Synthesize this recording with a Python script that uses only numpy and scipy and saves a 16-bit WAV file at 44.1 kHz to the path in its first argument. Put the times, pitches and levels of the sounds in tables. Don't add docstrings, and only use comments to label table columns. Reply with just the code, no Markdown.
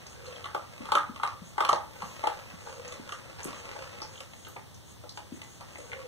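import sys
import numpy as np
from scipy import signal
from scipy.fft import rfft, irfft, next_fast_len
from scipy.io import wavfile

SR = 44100
rng = np.random.default_rng(int(sys.argv[2]) if len(sys.argv) > 2 else 0)


def master_out(mix):
    frames = np.transpose(np.atleast_2d(mix))
    ceiling = np.clip(frames, -1, 1)
    pcm = np.round(ceiling * 32767).astype(np.int16)
    wavfile.write(sys.argv[1], SR, pcm)


N = 267687
TIME = np.arange(N) / SR
HIT = TIME[:4096]


def from_db(db):
    return 10 ** (np.asarray(db) / 20)


def rms_one(x):
    return x / np.sqrt(np.mean(x ** 2) + 1e-20)


def unit(x):
    return x / np.sqrt(np.sum(x ** 2, axis=-1, keepdims=True) + 1e-20)


def at_hz(points, hz):
    point_hz, value = np.transpose(points)
    return np.interp(np.log(np.maximum(hz, 1)), np.log(point_hz), value)


def colour(x, spectrum, lag_s=0):
    size = next_fast_len(x.shape[-1] + len(HIT))
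    hz = np.fft.rfftfreq(size, 1 / SR)
    response = from_db(at_hz(spectrum, hz)) * np.exp(-2j * np.pi * hz * lag_s)
    return irfft(rfft(x, size) * response, size)[..., :x.shape[-1]]


def resonate(x, hz, width_hz):
    r = np.exp(-np.pi * width_hz / SR)
    zeros = np.array([1, 0, -1]) * (1 - r * r) / 2
    poles = [1, -2 * r * np.cos(2 * np.pi * hz / SR), r * r]
    return signal.lfilter(zeros, poles, x)


def resonate_twice(x, hz, width_hz):
    return resonate(resonate(x, hz, width_hz), hz, width_hz)


def resonances(force, modes):
    return sum((-1) ** k * from_db(level_db) * resonate(force, hz, width_hz)
               for k, (hz, width_hz, level_db) in enumerate(modes))


def add(out, start_s, sound):
    i = max(round(start_s * SR), 0)
    out[i:i + len(sound)] += sound[:max(N - i, 0)]


def swells(rows):
    return sum(from_db(level_db) * np.cos(np.pi * np.clip((TIME - middle_s) / length_s, -.5, .5))
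               for middle_s, length_s, level_db in rows)


def grains(size, per_s, spread_db):
    strength = from_db(spread_db * np.minimum(rng.exponential(1, size), 4))
    return (rng.random(size) < per_s / SR) * strength * rng.choice([-1, 1], size)


def fracture(crumble, fade_s):
    shower = grains(len(HIT), per_s=5000, spread_db=3)
    force = crumble * unit(shower * np.exp(-HIT / fade_s))
    force[0] += 1
    return force


# hz, relative level_db
ROOM_TONE_SPECTRUM = [(20, -28), (45, -28), (70, -0.5), (100, 0), (150, -2.5), (250, -7.5), (400, -10),
                      (800, -14.5), (1500, -22.5), (3500, -20.5), (8000, -25), (13500, -36), (16000, -34)]


def room_tone(level_db):
    return from_db(level_db) * rms_one(colour(rng.standard_normal((2, N)), ROOM_TONE_SPECTRUM))


def hum(level_db, hz, width_hz, lag_s):
    drone = rms_one(resonate_twice(rng.standard_normal(N), hz, width_hz))
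    return from_db(level_db) * np.array([drone, np.interp(TIME - lag_s, TIME, drone)])


# middle_s, length_s, level_db
EAR_BRUSHES = [(2.15, 1, -66)]
# hz, relative level_db
FUR_SPECTRUM = [(1500, -15), (6000, -3), (10000, 2), (16000, 3)]


def ear():
    return swells(EAR_BRUSHES) * rms_one(colour(rng.standard_normal(N), FUR_SPECTRUM))


# middle_s, length_s
NOSE_PUFFS = [(0.116, 0.073), (0.27, 0.061), (1.478, 0.1), (2.07, 0.29), (2.683, .32), (2.931, .05),
              (3.137, 0.15), (3.574, 0.12), (4.16, .26), (4.438, 0.35), (4.9, 0.099), (5.17, 0.068),
              (5.353, 0.069), (5.522, 0.19), (5.826, .35)]
# hz, relative level_db
NOSE_SPECTRUM = [(4000, -12), (5700, -15), (6450, 4.5), (7300, -5), (8500, -3), (10000, -11), (16000, -75)]
NOSE_DB, PUFF_S, PUFF_DB_PER_DOUBLING = -59, 0.12, -1


def nose():
    puffs = [(middle_s, length_s, NOSE_DB + PUFF_DB_PER_DOUBLING * np.log2(length_s / PUFF_S))
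             for middle_s, length_s in NOSE_PUFFS]
    return swells(puffs) * rms_one(colour(rng.standard_normal(N), NOSE_SPECTRUM))


# middle_s, length_s, relative level_db
BOWL_RUBS = [(0.28, 0.29, -51.5), (2.8, 0.46, -49), (3.65, 0.67, -60.5), (6.02, 0.47, -47.5)]


def bowl(gain_db, hz, width_hz):
    friction = rng.standard_normal(N)
    return from_db(gain_db) * swells(BOWL_RUBS) * rms_one(resonate_twice(friction, hz, width_hz))


# time_s, relative level_db
STIR_EFFORT = [(0, -60), (0.17, -58), (0.36, -54), (0.6, -62), (0.9, -53.5), (1.1, -65), (1.88, -61.5),
               (2.08, -51.5), (2.45, -56), (3.0, -54), (3.22, -59.5), (3.42, -52), (3.8, -50), (4.05, -57),
               (4.28, -64.5), (4.95, -76.5), (5.6, -62), (6.07, -58.5)]
# hz, relative level_db
DULL_SPECTRUM = [(200, -14), (380, -13), (520, 2.5), (680, -10), (840, -4.5), (1000, -11), (1250, -7.5),
                 (1700, -11), (2600, -7.5), (5000, -48)]
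# hz, relative level_db
CRISP_SPECTRUM = [(1200, 11.5), (2200, 0), (3300, 5.5), (5000, 11.5), (8500, 5), (13000, -17), (16000, -16)]


def rustle(low_db, crisp_db, crisp_follows):
    effort_db = np.interp(TIME, *np.transpose(STIR_EFFORT))
    contacts = rms_one(grains(N, per_s=700, spread_db=5))
    rubbing = rms_one(contacts + .8 * rng.standard_normal(N))
    dull = from_db(effort_db + low_db) * rms_one(colour(contacts, DULL_SPECTRUM))
    crisp_gain = from_db(crisp_db + crisp_follows * (effort_db - effort_db.mean()))
    return dull + crisp_gain * rms_one(colour(rubbing, CRISP_SPECTRUM))


# start_s, relative level_db
JOWL_FLAPS = [(0.802, -31), (1.092, -31), (1.415, -36.5), (2.027, -35), (2.534, -38), (2.994, -30),
              (3.453, -24), (5.32, -26.5)]
FLAP_HZ, FLAP_HZ_PER_DB, FLAP_SAG_PER_S = 299, 7, 10.4
FLAP_SLOWER_PER_DB = 0.08


def flaps(gain_db, rise_s, fade_s, late_s):
    out = np.zeros(N)
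    hardest_db = max(level_db for _, level_db in JOWL_FLAPS)
    for start_s, level_db in JOWL_FLAPS:
        softer_db = hardest_db - level_db
        t = HIT / (1 + FLAP_SLOWER_PER_DB * softer_db)
        swell = (1 - np.exp(-t / rise_s)) ** 2 * np.exp(-t / fade_s)
        hz = (FLAP_HZ - FLAP_HZ_PER_DB * softer_db) * np.exp(-FLAP_SAG_PER_S * HIT)
        cycles = np.sin(2 * np.pi * np.cumsum(hz) / SR)
        add(out, start_s + late_s, from_db(level_db + gain_db) * swell / swell.max() * cycles)
    return out


# start_s, relative level_db, pitch_hz
TONGUE_SMACKS = [(0.265, -41, 4070), (0.323, -44.5, 3270), (0.358, -41.5, 3230), (0.442, -33.5, 2784),
                 (3.432, -31, 6940), (3.444, -28, 8800), (4.0177, -30, 4900), (4.028, -33.5, 5560),
                 (4.156, -43, 3300), (4.177, -41, 3070), (4.449, -40, 2980), (4.485, -43.5, 13000),
                 (4.564, -37, 2280), (5.756, -36.5, 1960), (5.917, -32, 2170), (5.932, -28.5, 2240)]
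# hz, relative level_db
SPRAY_SPECTRUM = [(1500, -29), (3000, -83), (6000, 107), (11000, -25), (16000, -33)]


def smacks(gain_db, width_share, spray):
    out = np.zeros(N)
    for start_s, level_db, pitch_hz in TONGUE_SMACKS:
        pop = fracture(crumble=0.95, fade_s=0.0005)
        cavity = unit(resonate_twice(pop, pitch_hz, width_share * pitch_hz))
        wet_pop = unit(cavity + spray * unit(colour(pop, SPRAY_SPECTRUM)))
        add(out, start_s, from_db(level_db + gain_db) * wet_pop)
    return out


# start_s, relative level_db, pitch_hz
DRY_TICKS = [(0.067, -34, 5340), (2.879, -32.5, 6330), (4.745, -40.5, 6140), (5.093, -30.5, 4840),
             (5.438, -39, 6800), (5.783, -38, 7640)]
TOOTH_HZ, TOOTH_DB, TOOTH_LATE_S = 11100, -10, 0.0022


def ticks(gain_db, width_share):
    out = np.zeros(N)
    teeth = [(start_s + TOOTH_LATE_S, snap_db + TOOTH_DB, TOOTH_HZ) for start_s, *_, snap_db in BITE_EVENTS]
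    for start_s, level_db, pitch_hz in DRY_TICKS + teeth:
        contact = fracture(crumble=0.73, fade_s=0.00083)
        click = unit(resonate_twice(contact, pitch_hz, width_share * pitch_hz))
        add(out, start_s, from_db(level_db + gain_db) * click)
    return out


# hz, relative level_db
SNAP_SPECTRUM = [(1200, -17.5), (2000, 1), (3200, 0), (5000, -6.5), (9500, -11), (16000, -44)]


def snaps(gain_db, late_s):
    out = np.zeros(N)
    for start_s, *_, snap_db in BITE_EVENTS:
        crack = colour(fracture(crumble=0.9, fade_s=0.0022), SNAP_SPECTRUM, late_s)
        add(out, start_s, from_db(snap_db + gain_db) * unit(crack))
    return out


CREAK_S, CRUMBLE_S, CRUMBS_PER_S = 0.012, 0.038, 800


def crumbs(ring_db, crisp_db, follows):
    strain = 0
    for start_s, bite_db, *_ in BITE_EVENTS:
        log_gain = np.minimum((TIME - start_s) / CREAK_S, (start_s - TIME) / CRUMBLE_S).clip(-30)
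        strain = strain + from_db(follows * bite_db) * np.exp(log_gain)
    force = strain * rms_one(grains(N, per_s=CRUMBS_PER_S, spread_db=5.5))
    ring = resonances(force, MOUTH_MODES)
    return from_db(ring_db) * ring + from_db(crisp_db) * colour(force, SNAP_SPECTRUM)


# start_s, ring_db, pitch_hz, knock_db, snap_db
BITE_EVENTS = [(0.443, -36, 1180, -51.5, -52), (0.456, -29, 1330, -56, -47), (0.547, -21, 1165, -34, -48),
               (0.854, -32.5, 1140, -56, -47.5), (0.887, -29, 1180, -51, -57), (0.919, -13, 1090, -34, -31),
               (0.952, -14, 1300, -30, -28.5), (0.969, -15.5, 1320, -57, -61),
               (1.16, -36.5, 1210, -55, -47), (1.198, -29, 1200, -67, -52), (1.233, -15.5, 1100, -41, -37),
               (1.274, -26, 1140, -60, -42), (1.58, -17.5, 942, -41, -40.5), (1.605, -14.5, 1080, -32, -36),
               (1.636, -22, 1230, -50, -58), (1.649, -21, 1180, -39, -30.5), (1.69, -12, 1065, -34.5, -32),
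               (1.729, -11.5, 890, -26.5, -32), (2.02, -25.5, 965, -66, -45.5), (2.238, -17, 875, -37, -44),
               (2.271, -17, 940, -32, -34.5), (2.67, -35, 1105, -50, -66), (2.922, -41.5, 1220, -53, -42.5),
               (3.091, -35.5, 1430, -68, -43.5), (3.121, -31.5, 1300, -47, -40),
               (3.529, -35, 1190, -51, -48.5), (3.759, -36, 813, -47, -58), (4.018, -33.5, 813, -45.5, -58),
               (4.204, -40.5, 1280, -49, -42), (4.334, -43.5, 814, -59, -50),
               (4.468, -40, 1290, -49.5, -52), (4.562, -31, 820, -46, -69), (5.037, -38.5, 830, -44, -71),
               (5.173, -34, 794, -49.5, -44), (5.416, -41.5, 819, -64, -43.5),
               (5.608, -36.5, 800, -56, -50.5), (5.755, -40, 810, -51, -58), (5.785, -53, 1190, -43.5, -70),
               (5.927, -35, 1350, -56, -54)]
# hz, width_hz, relative level_db
MOUTH_MODES = [(633, 140, -17), (850, 78.5, 5.5), (1184, 134, 4), (1358, 300, -2), (1930, 570, -12)]
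# hz, width_hz, relative level_db
JAW_MODES = [(326, 112, -4), (494, 26.5, 1.5), (587, 67, -0.5)]


def bites(ring_db, knock_db, focus_db, focus_hz, late_s):
    out = np.zeros(N)
    for start_s, bite_db, pitch_hz, dull_db, _ in BITE_EVENTS:
        force = fracture(crumble=0.7, fade_s=0.0089)
        focused = [(hz, width_hz, level_db + focus_db * np.exp(-((hz - pitch_hz) / focus_hz) ** 2))
                   for hz, width_hz, level_db in MOUTH_MODES]
        ring = from_db(bite_db + ring_db) * unit(resonances(force, focused))
        knock = from_db(dull_db + knock_db) * unit(resonances(force, JAW_MODES))
        add(out, start_s + late_s, ring + knock)
    return out


PORT_LAG_S = 0.000286


def ports(x):
    return np.array([x, np.interp(TIME - PORT_LAG_S, TIME, x)])


# delay_s, relative level_db
EARLY_ECHOES = [(.002, 2), (.0055, -6), (0.016, -7), (0.03, -4.5), (.046, -18), (0.055, -17.5)]
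# hz, t60_s
ROOM_DECAY = [(150, 0.31), (600, 0.32), (1200, 0.37), (3500, 0.26), (8000, 0.22), (16000, 0.17)]


def room_response(echo_db, tail_db, smear_s, wall_hz):
    t = TIME[:SR // 2]
    edges_hz = np.geomspace(60, 19000, 9)
    tail = 0
    for low_hz, high_hz in zip(edges_hz, edges_hz[1:]):
        band_filter = signal.butter(2, [low_hz, high_hz], "band", fs=SR, output="sos")
        band = signal.sosfilt(band_filter, rng.standard_normal((2, len(t))))
        t60_s = at_hz(ROOM_DECAY, np.sqrt(low_hz * high_hz))
        tail = tail + band * from_db(-60 * t / t60_s)
    echoes = 0
    for delay_s, level_db in EARLY_ECHOES:
        smear = (t >= delay_s) * np.exp(-abs(t - delay_s) / smear_s)
        echoes = echoes + from_db(level_db) * unit(rng.standard_normal((2, len(t))) * smear)
    pole = np.exp(-2 * np.pi * wall_hz / SR)
    dull_echoes = signal.lfilter([1 - pole], [1, -pole], echoes)
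    return from_db(echo_db) * dull_echoes + from_db(tail_db) * unit(tail)


def room(x, bobs_per_s, count):
    out = 0
    for k in range(count):
        share = np.maximum(np.cos(2 * np.pi * (bobs_per_s * TIME - k / count)), 0) ** 2
        response = room_response(echo_db=-2.0, tail_db=-2, smear_s=0.0013, wall_hz=4000)
        out = out + signal.fftconvolve((share * x)[None], response, axes=1)[:, :N]
    return out


def scene():
    chewing = bites(ring_db=15.5, knock_db=24.0, focus_db=8.5, focus_hz=245, late_s=.0003)
    chewing = chewing + crumbs(ring_db=-18, crisp_db=-37, follows=0.85)
    rooting = rustle(low_db=-0.58, crisp_db=-65.0, crisp_follows=1.0)
    rooting = rooting + bowl(gain_db=-2.5, hz=493, width_hz=70)
    body = chewing + rooting + nose() + ear()
    thuds = flaps(gain_db=-4.0, rise_s=0.0015, fade_s=0.0034, late_s=0.0017)
    cracks = snaps(gain_db=21.5, late_s=0.000739)
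    wet = smacks(gain_db=12.5, width_share=0.3, spray=0.05)
    clicks = ticks(gain_db=8.5, width_share=0.44)
    direct = ports(body + thuds + cracks + wet + clicks)
    sent = body + from_db(-1) * thuds + from_db(1.5) * cracks + from_db(2) * wet + from_db(3.5) * clicks
    reflected = room(sent, bobs_per_s=2.8, count=4)
    drone = hum(level_db=-57.5, hz=94.7, width_hz=61, lag_s=0.002)
    return direct + reflected + room_tone(level_db=-52.5) + drone


# hz, level_db
CROSSFEED_SPECTRUM = [(100, -14), (400, -9), (1200, -4), (2450, -2), (5000, -4), (7500, -4.5), (10000, -10),
                      (12500, -18)]
# hz, gain_db
RIGHT_SPECTRUM = [(100, 0), (250, .3), (500, -1.2), (1300, 1.6), (4000, -.8), (8000, -.4), (12000, 6.5)]
CROSSFEED_LAG_S, CUTOFF_HZ = 0.0004071, 15600


def record(dry):
    left, right = dry - colour(dry[::-1], CROSSFEED_SPECTRUM, CROSSFEED_LAG_S)
    wide = np.array([left, colour(right, RIGHT_SPECTRUM)])
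    low_pass = signal.ellip(10, .2, 70, CUTOFF_HZ, fs=SR, output="sos")
    return signal.sosfilt(low_pass, wide)


dry = scene()
out = record(dry)
master_out(out)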